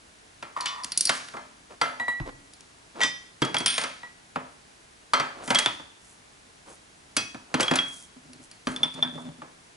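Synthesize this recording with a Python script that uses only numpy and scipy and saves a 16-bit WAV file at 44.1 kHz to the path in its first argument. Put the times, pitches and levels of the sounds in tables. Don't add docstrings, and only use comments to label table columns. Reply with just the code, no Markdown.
import sys
import numpy as np
from scipy import signal
from scipy.fft import rfft, irfft, next_fast_len
from scipy.io import wavfile
from scipy.ndimage import uniform_filter1d

SR = 44100
rng = np.random.default_rng(int(sys.argv[2]) if len(sys.argv) > 2 else 0)


def int16_out(signal):
    q = np.round(np.clip(np.atleast_2d(signal).T, -1, 1) * 32767)
    wavfile.write(sys.argv[1], SR, q.astype(np.int16))


N = 430416
TIME_S = np.arange(N) / SR
BAND_EDGES_HZ = 56 * 2 ** (np.arange(17) / 2)

# [t/s, strength/dB, brightness/(dB/octave), ring re strength/dB, thud/dB]
CASING_HITS = [(0.4253, -38, -1.5, -3.5, -53), (0.5651, -46, -10, 4, -66), (1.0929, -19, 2, -12.5, -40),
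               (1.3376, -46.5, -13.5, -2.5, -46.5), (1.367, -40.5, -4.5, 1, -54),
               (1.8139, -23.5, -1, 4.5, -43), (3.4187, -25, 0, -2.5, -23.5), (3.4487, -34, 3, -7, -59),
               (3.5433, -23, -1, -11, -37.5), (3.603, -35, 2, 1, -38), (3.7794, -25.5, 3, -4.5, -48),
               (3.8134, -33, 3, -14, -49.5), (3.8369, -30, 1.5, -3, -47.5), (4.3576, -30.5, -5.5, -20, -36),
               (5.1346, -21, 0, 4, -45), (5.198, -26.5, -1.5, 2.5, -39.5), (5.4769, -35, -0.5, -2, -39.5),
               (5.5036, -20, 0, -10, -30), (5.5467, -23.5, 3.5, -3, -63), (5.586, -23, 6, -9, -60),
               (5.7951, -47.5, -6, -15, -50.5), (7.3448, -40.5, -4.5, -34, -43), (7.5408, -23, 0, -20, -25),
               (7.5975, -25.5, -2, -8, -31), (7.6055, -24.5, 5, -7, -51), (7.7109, -22.5, -1.5, -13, -23.5),
               (7.7363, -27, -0.5, -19, -50), (8.67, -29.5, -0.5, -4, -30.5), (9.177, -55, -19, -4, -53),
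               (9.4177, -44.5, -7, -8, -47.5)]
# [t/s, strength/dB, brightness/(dB/octave), ring re strength/dB]
PISTON_HITS = [(3.0044, -34, -6, -9), (3.0124, -30, -5, 12.5), (3.0331, -23, -1.5, 5.5)]
TING_HITS = [(1.998, -37, -4.5, 17.4), (2.081, -38, -4.5, 22), (2.199, -42.5, -4, 1.8),
             (4.0315, -49, -5.5, 16), (4.075, -72, 0, 21)]
CLINK_HITS = [(.6074, -40, 5.5, -5), (.6576, -28, 0, 2.5)]
SHAFT_HITS = [(7.1655, -25, 2, .5), (7.7554, -27, .7, -8)]
PLATE_HITS = [(3.425, -28, -9.5, -10), (3.5663, -22, -4, -13.5), (5.5554, -17.5, -5, -11),
              (7.6293, -25, 4.5, -12.5), (7.6805, -26, -8.5, -9), (7.7876, -23, -9, -7)]
SHOE_HITS = [(0.6074, -44, -7, 11.5), (0.835, -49.5, -6, 15), (0.8443, -31.5, 6, -24),
             (0.9191, -36, 2, 1.5), (0.9745, -31, 15.5, -5), (1.0079, -29.5, 12.5, -4),
             (1.0528, -30, 10, -2), (1.071, -44, -7, 21), (1.2847, -42, -2, -18), (2.5348, -54, 7, -5),
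             (2.6064, -50.5, 6.5, -24), (3.5838, -40.5, 8.5, -0.5), (3.6597, -18.5, 1, -9.5),
             (8.3316, -50.5, 1.5, -5), (8.5129, -49, 1.5, -3.5), (8.94, -49, -1, -2.5)]
SEAT_HITS = [(5.6596, -8, 2.5, 13.7), (8.7617, -29, 6.5, 20.4), (8.8319, -18.5, 0.5, 31.5),
             (9.0254, -21.5, -4.5, 38.2)]

# [f/Hz, relative level/dB, t60/s]
CASING_MODES = [(146.6, -2, 0.3), (255, -3, 0.86), (650, -26, .1), (870, -5.5, 0.091), (1187, 8.5, 0.028),
                (1292, -2.5, 0.27), (1352, 1.5, 0.22), (1753, -7, 0.11), (1986, 0.5, 0.12),
                (2068, -2, 0.19), (3175, -2.5, 0.2), (3470, -6.5, 0.15), (3360, -21, 0.067),
                (4220, -11, 0.37), (4630, 9.5, 0.038), (5710, 2, 0.054), (5860, -4, 0.19),
                (8000, -3.5, 0.2), (10060, -8.5, 0.45)]
PISTON_MODES = [(1513, -9, .13), (1938, 0, .27), (3112, -9, .27), (3230, -7, .15), (3580, -6, .28),
                (4630, -14, .2), (5093, -8, .45), (5112, -13, .3), (5868, -5, .3), (6169, -6, .12),
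                (6778, -8, .15), (7273, -7, .2), (8021, -13, .2), (8296, -8, .2), (10020, -20, .25)]
TING_MODES = [(965, -6, .07), (1938, 0, .5), (3941, -7, .25), (7268, -10, .2), (8296, -7, .17),
              (9695, -8, .15)]
CLINK_MODES = [(2990, -2, .35), (3200, -4, .06), (3500, 0, .28), (4810, -6, .3), (5690, -1, .33),
               (6820, -6, .12)]
SHAFT_MODES = [(1335, -8, .25), (1836, -9, .25), (2542, -3, .38), (2565, -7, .35), (3315, -7, .36),
               (3340, -11, .3), (4210, -11, .26), (4646, 0, .16), (4861, -7, .2), (5130, -6, .2),
               (5870, -7, .28), (5898, -11, .25), (8080, -9, .17), (10940, -11, .15)]
PLATE_MODES = [(2690, -17, 0.21), (3240, -8, 0.1), (3310, -3, 0.34), (3288, 12.5, 0.06), (4260, -38, 0.14),
               (5400, -10, .2), (5300, -14.5, 0.055)]
SHOE_MODES = [(4260, -1.5, 0.21), (4680, 8, 0.041), (4850, 8, 0.044), (5565, 15, 0.02), (6060, -8, 0.059),
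              (8900, -7, 0.033), (8850, 13, 0.019), (9200, -4, 0.057), (10000, 10, 0.042)]
SEAT_MODES = [(3270, -21.5, 0.037), (3500, -9, 0.039), (4700, -42.5, 0.17), (5420, -33.5, 0.1),
              (5820, -31, 0.052), (9530, -21.5, 0.054)]

# [f/Hz, level/dB]
BENCH_COLOUR = [(65, -55), (95, -49), (135, -1), (190, -2.5), (270, 5.5), (380, -1.5), (540, 2), (1100, 0),
                (1500, -2), (3000, -3), (6000, -1), (8600, 0), (12000, -3.5)]
# [f/Hz, level/dB]
CLANG_COLOUR = [(130, -1.5), (400, -0.5), (1400, 3.5), (3500, -1), (6000, -7), (11000, -16)]
THUD_HZ, THUD_FALL_DB_PER_OCT, HARDEST_HZ = 223, 3, 7860
SOFTEST_HZ = 900
CLANG_FOLLOWS_DB_PER_DB = 0.26

# [f/Hz, level re thud/dB, t60/s]
THUMP_MODES = [(144, -3, 0.12), (254.5, 0.5, 0.14), (337, -9, .1)]
# [t/s, level/dB]
SHOVES = [(2.202, -23), (8.672, -40)]
# [f/Hz, relative level/dB, t60/s]
SWAY_MODES = [(29.3, -14, 0.46), (46.5, -10.5, 0.29), (80, -12, 0.14), (105, -11, .13), (140, 1.5, 0.076),
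              (281, -24.5, 0.99), (329, -13.5, 0.21)]

# [t/s, length/s, level/dB]
SCRAPES = [(1.27, 0.16, -62.5), (1.69, 0.068, -48), (2.25, .06, -41.5), (2.94, 0.16, -38.5),
           (5.33, 0.2, -43.5), (5.46, 0.34, -48), (6.65, 0.11, -50.5), (7.47, 0.39, -47),
           (7.58, 0.083, -35), (8.66, 0.27, -51.5), (8.95, 0.064, -41), (9.1, 0.18, -54.5)]
# [f/Hz, level per Hz/dB]
SCRAPE_COLOUR = [(100, -14), (250, 0), (600, 1.5), (1100, -3), (2000, -13), (3500, -16.5), (6000, -24),
                 (11000, -31)]
# [t/s, length/s, level/dB]
CRACKLES = [(1.1, 0.096, -42.5), (5.42, 0.17, -42.5), (6.0, 0.18, -57.5), (6.65, 0.14, -54.5),
            (7.83, 0.26, -48.5), (8.41, 0.059, -56), (8.65, 0.11, -48.5), (8.935, 0.02, -49),
            (9.17, 0.088, -61)]
# [t/s, length/s, level/dB]
RATTLES = [(3.578, 0.011, -45), (3.661, 0.18, -22)]
# [t/s, length/s, level/dB]
DRAGS = [(.563, 0.0065, -30.5), (.6, 0.25, -38)]
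# [t/s, length/s, level/dB]
TURNS = [(8.16, .02, -54), (8.245, .16, -53), (8.8, 0.056, -38), (8.94, 0.1, -41.5), (9.04, 0.26, -41),
         (9.38, 0.017, -46)]
# [f/Hz, level before a -6 dB/octave tilt/dB, t60/s]
RATTLE_MODES = [(2580, -9.5, 0.097), (3200, -1, 0.024), (3360, 8.5, 0.0098), (4700, -6, 0.026),
                (5360, -3, 0.041), (9070, -1, 0.022), (9100, 4, 0.019), (9150, -9, 0.0061),
                (10200, -22, .008)]
DRAG_MODES = [(1037, 1, 0.072), (1007, -2, 0.076), (1136, 0.5, 0.1), (1093, -11, 0.13), (1820, -2.5, 0.056),
              (2970, -20, 0.084), (3430, -21, 0.061)]
PAN_MODES = [(153, 0.5, 0.26), (163.2, 3, 0.21), (216, -12, 0.076), (248, 12, 0.25), (269, -32, 0.055),
             (570, -1, 0.11)]
WAVER_PER_S, WAVER_DB = 18, 2.5

# [f/Hz, phase/rad]
PORT_PHASE = [(20, .05), (120, 0.49), (430, 1.03), (950, 1.55), (2000, 1.34), (4000, 0.78), (6200, 0.56),
              (11000, 0.33)]
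# [f/Hz, t60/s]
ROOM_T60 = [(100, 0.71), (500, 0.48), (2000, 0.54), (5000, 0.64), (11000, 0.42)]
# [f/Hz, level per Hz/dB]
AIR_COLOUR = [(15, -22), (25, -7.5), (64, -2), (192, -4), (311, -5.5), (444, -7), (531, -12), (635, -8),
              (1230, -11.5), (1330, -12), (1430, -10.5), (2210, -12), (3080, -13.5), (5970, -14.5),
              (11000, -18), (14300, -114), (22000, -120)]
# [f/Hz, side re mid/dB]
AIR_SIDE = [(60, -14), (130, -9), (270, -4), (570, 2.5), (1200, 3.5), (2600, 0.5), (5500, -4),
            (11000, -6.5)]
AIR_DB = -56.5
CUTOFF_HZ = 11100


def blows():
    heavy = casing_blows() + piston_clangs() + shaft_blows() + plate_blows()
    return heavy + piston_tings() + piston_clinks() + shoe_blows() + seat_blows()


def casing_blows():
    return struck(CASING_HITS, CASING_MODES, centre_hz=1860, arch_db=2.5, crack_db=-1, ring_db=-7,
                  clang_db=-12, crack_t60_s=0.048, rise_s=0.00027, clang_t60_s=0.4, scatter_db=3)


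def piston_clangs():
    return struck(light(PISTON_HITS, thud_db=-18), PISTON_MODES, centre_hz=3400, arch_db=4.0, crack_db=0.5,
                  ring_db=-4.0, clang_db=-17, crack_t60_s=0.021, rise_s=0.0012, clang_t60_s=0.26)


def shaft_blows():
    return struck(light(SHAFT_HITS, thud_db=-12), SHAFT_MODES, centre_hz=3150, arch_db=1.6, crack_db=2.5,
                  ring_db=-1.0, clang_db=-11.5, crack_t60_s=0.04, rise_s=0.00075, clang_t60_s=0.23)


def plate_blows():
    return struck(light(PLATE_HITS, thud_db=-18), PLATE_MODES, centre_hz=3420, arch_db=6.5, crack_db=-5.5,
                  ring_db=6.5, clang_db=-18, crack_t60_s=0.028, rise_s=0.0006, clang_t60_s=0.3)


def piston_tings():
    return struck(light(TING_HITS, thud_db=-8), TING_MODES, centre_hz=1870, arch_db=2.5, crack_db=-0.5,
                  ring_db=-5.5, clang_db=-22.5, crack_t60_s=0.011, rise_s=0.00062, clang_t60_s=0.26)


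def piston_clinks():
    return struck(light(CLINK_HITS, thud_db=-31), CLINK_MODES, centre_hz=3440, arch_db=6.5, crack_db=2,
                  ring_db=-8, clang_db=-8.5, crack_t60_s=0.019, rise_s=0.00036, clang_t60_s=0.25)


def shoe_blows():
    return struck(light(SHOE_HITS, thud_db=-20), SHOE_MODES, centre_hz=3410, arch_db=3.5, crack_db=-2.5,
                  ring_db=-1.5, clang_db=-18, crack_t60_s=0.022, rise_s=0.00058, clang_t60_s=0.85)


def seat_blows():
    return struck(light(SEAT_HITS, thud_db=-13), SEAT_MODES, centre_hz=1850, arch_db=4, crack_db=-13,
                  ring_db=-6.5, clang_db=-30, crack_t60_s=0.0096, rise_s=0.0011, clang_t60_s=0.24)


def light(hits, thud_db):
    return [(s, db, bright, ring, db + thud_db) for s, db, bright, ring in hits]


def struck(hits, modes, centre_hz, arch_db, crack_db, ring_db, clang_db,
           crack_t60_s, rise_s, clang_t60_s, scatter_db=0):
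    out = np.zeros(N)
    hz, mode_db, t60_s = np.transpose(modes)
    t = np.arange(SR * 3 // 5) / SR
    decays = from_db(-60 * t / t60_s[:, None])
    rings = np.sin(2 * np.pi * hz[:, None] * t) * decays * (1 - np.exp(-t / rise_s))
    rings[::2] *= -1
    drives_db = contact(hits, hz, centre_hz, arch_db)
    drives_db = drives_db + scatter_db * rng.standard_normal((len(hits), len(hz)))
    free_s = np.diff([hit[0] for hit in hits], append=np.inf)
    noises = cracks(hits, centre_hz, arch_db, clang_db, crack_t60_s, rise_s, clang_t60_s)
    for (s, _, _, ring, _), crack, drive_db, free in zip(hits, noises, drives_db, free_s):
        gains = from_db(ring_db + ring + mode_db + drive_db)
        choke = np.exp(-np.maximum(t - free, 0) / .008)
        add(out, s, from_db(crack_db) * crack)
        add(out, s, (gains @ rings) * choke)
    return out


def contact(hits, hz, centre_hz, arch_db):
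    _, db, bright, _, thud = np.transpose(hits)[:, :, None]
    hz = np.clip(hz, THUD_HZ, HARDEST_HZ)
    tilt = bright * np.log2(np.maximum(hz, SOFTEST_HZ) / centre_hz)
    hump = db + tilt - arch_db * np.log2(hz / centre_hz) ** 2
    return np.maximum(hump, thud - THUD_FALL_DB_PER_OCT * np.log2(hz / THUD_HZ))


def cracks(hits, centre_hz, arch_db, clang_db, crack_t60_s, rise_s, clang_t60_s, spacing_hz=11):
    t = np.arange(SR // 2) / SR
    first = SR // 100
    white = rng.standard_normal((len(hits), 2, len(t)))
    grid_hz = np.fft.rfftfreq(len(t), 1 / SR)
    is_mode = rng.random(len(grid_hz)) < grid_hz[1] / spacing_hz
    chord = rms_one(irfft(rfft(rng.standard_normal(white.shape)) * is_mode, len(t)))
    rings_db = np.array([[ring] for _, _, _, ring, _ in hits])
    clangs_db = clang_db + CLANG_FOLLOWS_DB_PER_DB * rings_db
    onset = 1 - np.exp(-t / rise_s)
    sounds = 0
    for k, (hz, sos) in enumerate(bands()):
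        band_t60_s = crack_t60_s * (hz / 2000) ** -.15
        crack = from_db(-60 * t / band_t60_s)
        clang = from_db(clangs_db + at_hz(CLANG_COLOUR, hz)) * from_db(-60 * t / clang_t60_s)
        source = onset * (white[:, k % 2] * crack + chord[:, k % 2] * clang)
        band = signal.sosfilt(sos, source)
        early = band[:, :first + round(3 * SR / hz)]
        strength = np.sqrt(np.sum(early ** 2, axis=1) / first * 2)
        db = contact(hits, hz, centre_hz, arch_db) + at_hz(BENCH_COLOUR, hz)
        sounds = sounds + band * from_db(db) / strength[:, None]
    return sounds


def bench():
    thuds = [(s, thud) for s, *_, thud in CASING_HITS]
    return swing(SHOVES, SWAY_MODES) + swing(thuds, THUMP_MODES)


def swing(pushes, modes):
    out, t = np.zeros(N), np.arange(SR) / SR
    motion = 0
    for k, (hz, db, t60_s) in enumerate(modes):
        sign = -(-1) ** k
        motion = motion + sign * from_db(db - 60 * t / t60_s) * np.sin(2 * np.pi * hz * t)
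    for s, db in pushes:
        add(out, s, from_db(db) * motion * (1 - np.exp(-t / .003)))
    return out


def handling():
    return scrapes() + oil_crackles() + shoe_rattle() + casing_drag() + pan_drone()


def scrapes():
    return swells(SCRAPES) * rms_one(coloured(grains(per_s=2100, spread_db=3.5), SCRAPE_COLOUR))


def oil_crackles():
    oil_band = signal.butter(2, [5500, 11000], "band", fs=SR, output="sos")
    oil = signal.sosfilt(oil_band, grains(per_s=3700, spread_db=5.5) + 1e-18)
    return swells(CRACKLES) * rms_one(oil)


def shoe_rattle():
    push = strokes(RATTLES, attack_s=0.0024, sag_db_per_s=113, release_db_per_s=224)
    return push * rubbed(RATTLE_MODES, per_s=3600, even_s=0.066)


def casing_drag():
    push = strokes(DRAGS, attack_s=0.0036, sag_db_per_s=22, release_db_per_s=404)
    return push * rubbed(DRAG_MODES, per_s=1500, even_s=0.016)


def pan_drone():
    push = strokes(TURNS, attack_s=0.0098, sag_db_per_s=-3.5, release_db_per_s=500)
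    return push * rubbed(PAN_MODES, per_s=260, even_s=0.074) * waver()


def grains(per_s, spread_db):
    is_slip = rng.random(N) < per_s / SR
    size = from_db(spread_db * np.minimum(rng.exponential(1, N), 4))
    return is_slip * rng.choice([-1, 1], N) * size


def rubbed(modes, per_s, even_s):
    tilted = [(hz, db - 20 * np.log10(hz / 1000), t60_s) for hz, db, t60_s in modes]
    ring = resonate(np.diff(grains(per_s, spread_db=4.0), prepend=0), tilted)
    power = np.maximum(uniform_filter1d(ring ** 2, size=round(even_s * SR)), 0)
    return ring / np.sqrt(power + 1e-12)


def resonate(force, modes):
    out = 0
    for hz, db, t60_s in modes:
        r, w = from_db(-60 / (t60_s * SR)), 2 * np.pi * hz / SR
        ring = signal.lfilter([0, np.sin(w)], [1, -2 * r * np.cos(w), r * r], force + 1e-18)
        out = out + from_db(db) * ring
    return out


def swells(rows):
    out = 0
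    for s, length_s, db in rows:
        progress = np.clip((TIME_S - s) / length_s, 0, 1)
        out = out + from_db(db) * np.sin(np.pi * progress ** 0.96)
    return out


def strokes(rows, attack_s, sag_db_per_s, release_db_per_s):
    out = 0
    for s, length_s, db in rows:
        t = np.maximum(TIME_S - s, 0)
        sag_db = sag_db_per_s * np.minimum(t, length_s)
        fall_db = sag_db + release_db_per_s * np.maximum(t - length_s, 0)
        out = out + np.minimum(t / attack_s, 1) * from_db(db - np.minimum(fall_db, 200))
    return out


def waver():
    steps = rng.standard_normal(SR // 50)
    return from_db(WAVER_DB * np.interp(TIME_S * WAVER_PER_S, np.arange(len(steps)), steps))


def ports(x):
    size = next_fast_len(N + SR // 10)
    lead_rad = np.clip(at_hz(PORT_PHASE, np.fft.rfftfreq(size, 1 / SR)), 0, 2)
    side = irfft(rfft(x, size) * 1j * np.tan(lead_rad / 2), size)[:N]
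    return np.array([x - side, x + side])


def workshop(x, wet_db, ramp_s):
    t = np.arange(SR * 3 // 5) / SR
    white = rng.standard_normal((2, 2, len(t))) * np.clip(t / ramp_s - .3, 0, 1)
    tail = 0
    for k, (hz, sos) in enumerate(bands()):
        tail = tail + signal.sosfilt(sos, white[k % 2] * from_db(-60 * t / at_hz(ROOM_T60, hz)))
    tail = diffuse(tail / np.sqrt(np.sum(tail[0] ** 2)))
    return from_db(wet_db) * signal.fftconvolve(x[None], tail, axes=1)[:, :N]


def shop_air():
    noise = rms_one(coloured(rng.standard_normal((2, N)), AIR_COLOUR))
    return from_db(AIR_DB) * diffuse(noise)


def diffuse(pair):
    mid, side = pair[0], coloured(pair[1], AIR_SIDE)
    return np.array([mid + side, mid - side])


def from_db(db):
    return 10 ** (np.asarray(db) / 20)


def rms_one(x):
    return x / np.sqrt(np.mean(x ** 2) + 1e-20)


def at_hz(points, hz):
    known, values = np.transpose(points)
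    return np.interp(np.log(np.maximum(hz, 1)), np.log(known), values)


def coloured(x, spectrum):
    size = next_fast_len(x.shape[-1])
    gain = from_db(at_hz(spectrum, np.fft.rfftfreq(size, 1 / SR)))
    return irfft(rfft(x, size) * gain, size)[..., :x.shape[-1]]


def bands():
    return [(np.sqrt(lo * hi), signal.butter(2, [lo, hi], "band", fs=SR, output="sos"))
            for lo, hi in zip(BAND_EDGES_HZ, BAND_EDGES_HZ[1:])]


def add(out, s, sound):
    i = round(s * SR)
    out[i:i + len(sound)] += sound[:N - i]


def scene():
    work = blows() + bench() + handling()
    return ports(work) + workshop(work, wet_db=-16.5, ramp_s=0.0084) + shop_air()


def record(dry):
    top = 0.56
    rounded = top * np.tanh(dry / top)
    return signal.sosfilt(signal.ellip(10, .2, 75, CUTOFF_HZ, fs=SR, output="sos"), rounded)


dry = scene()
out = record(dry)
int16_out(out)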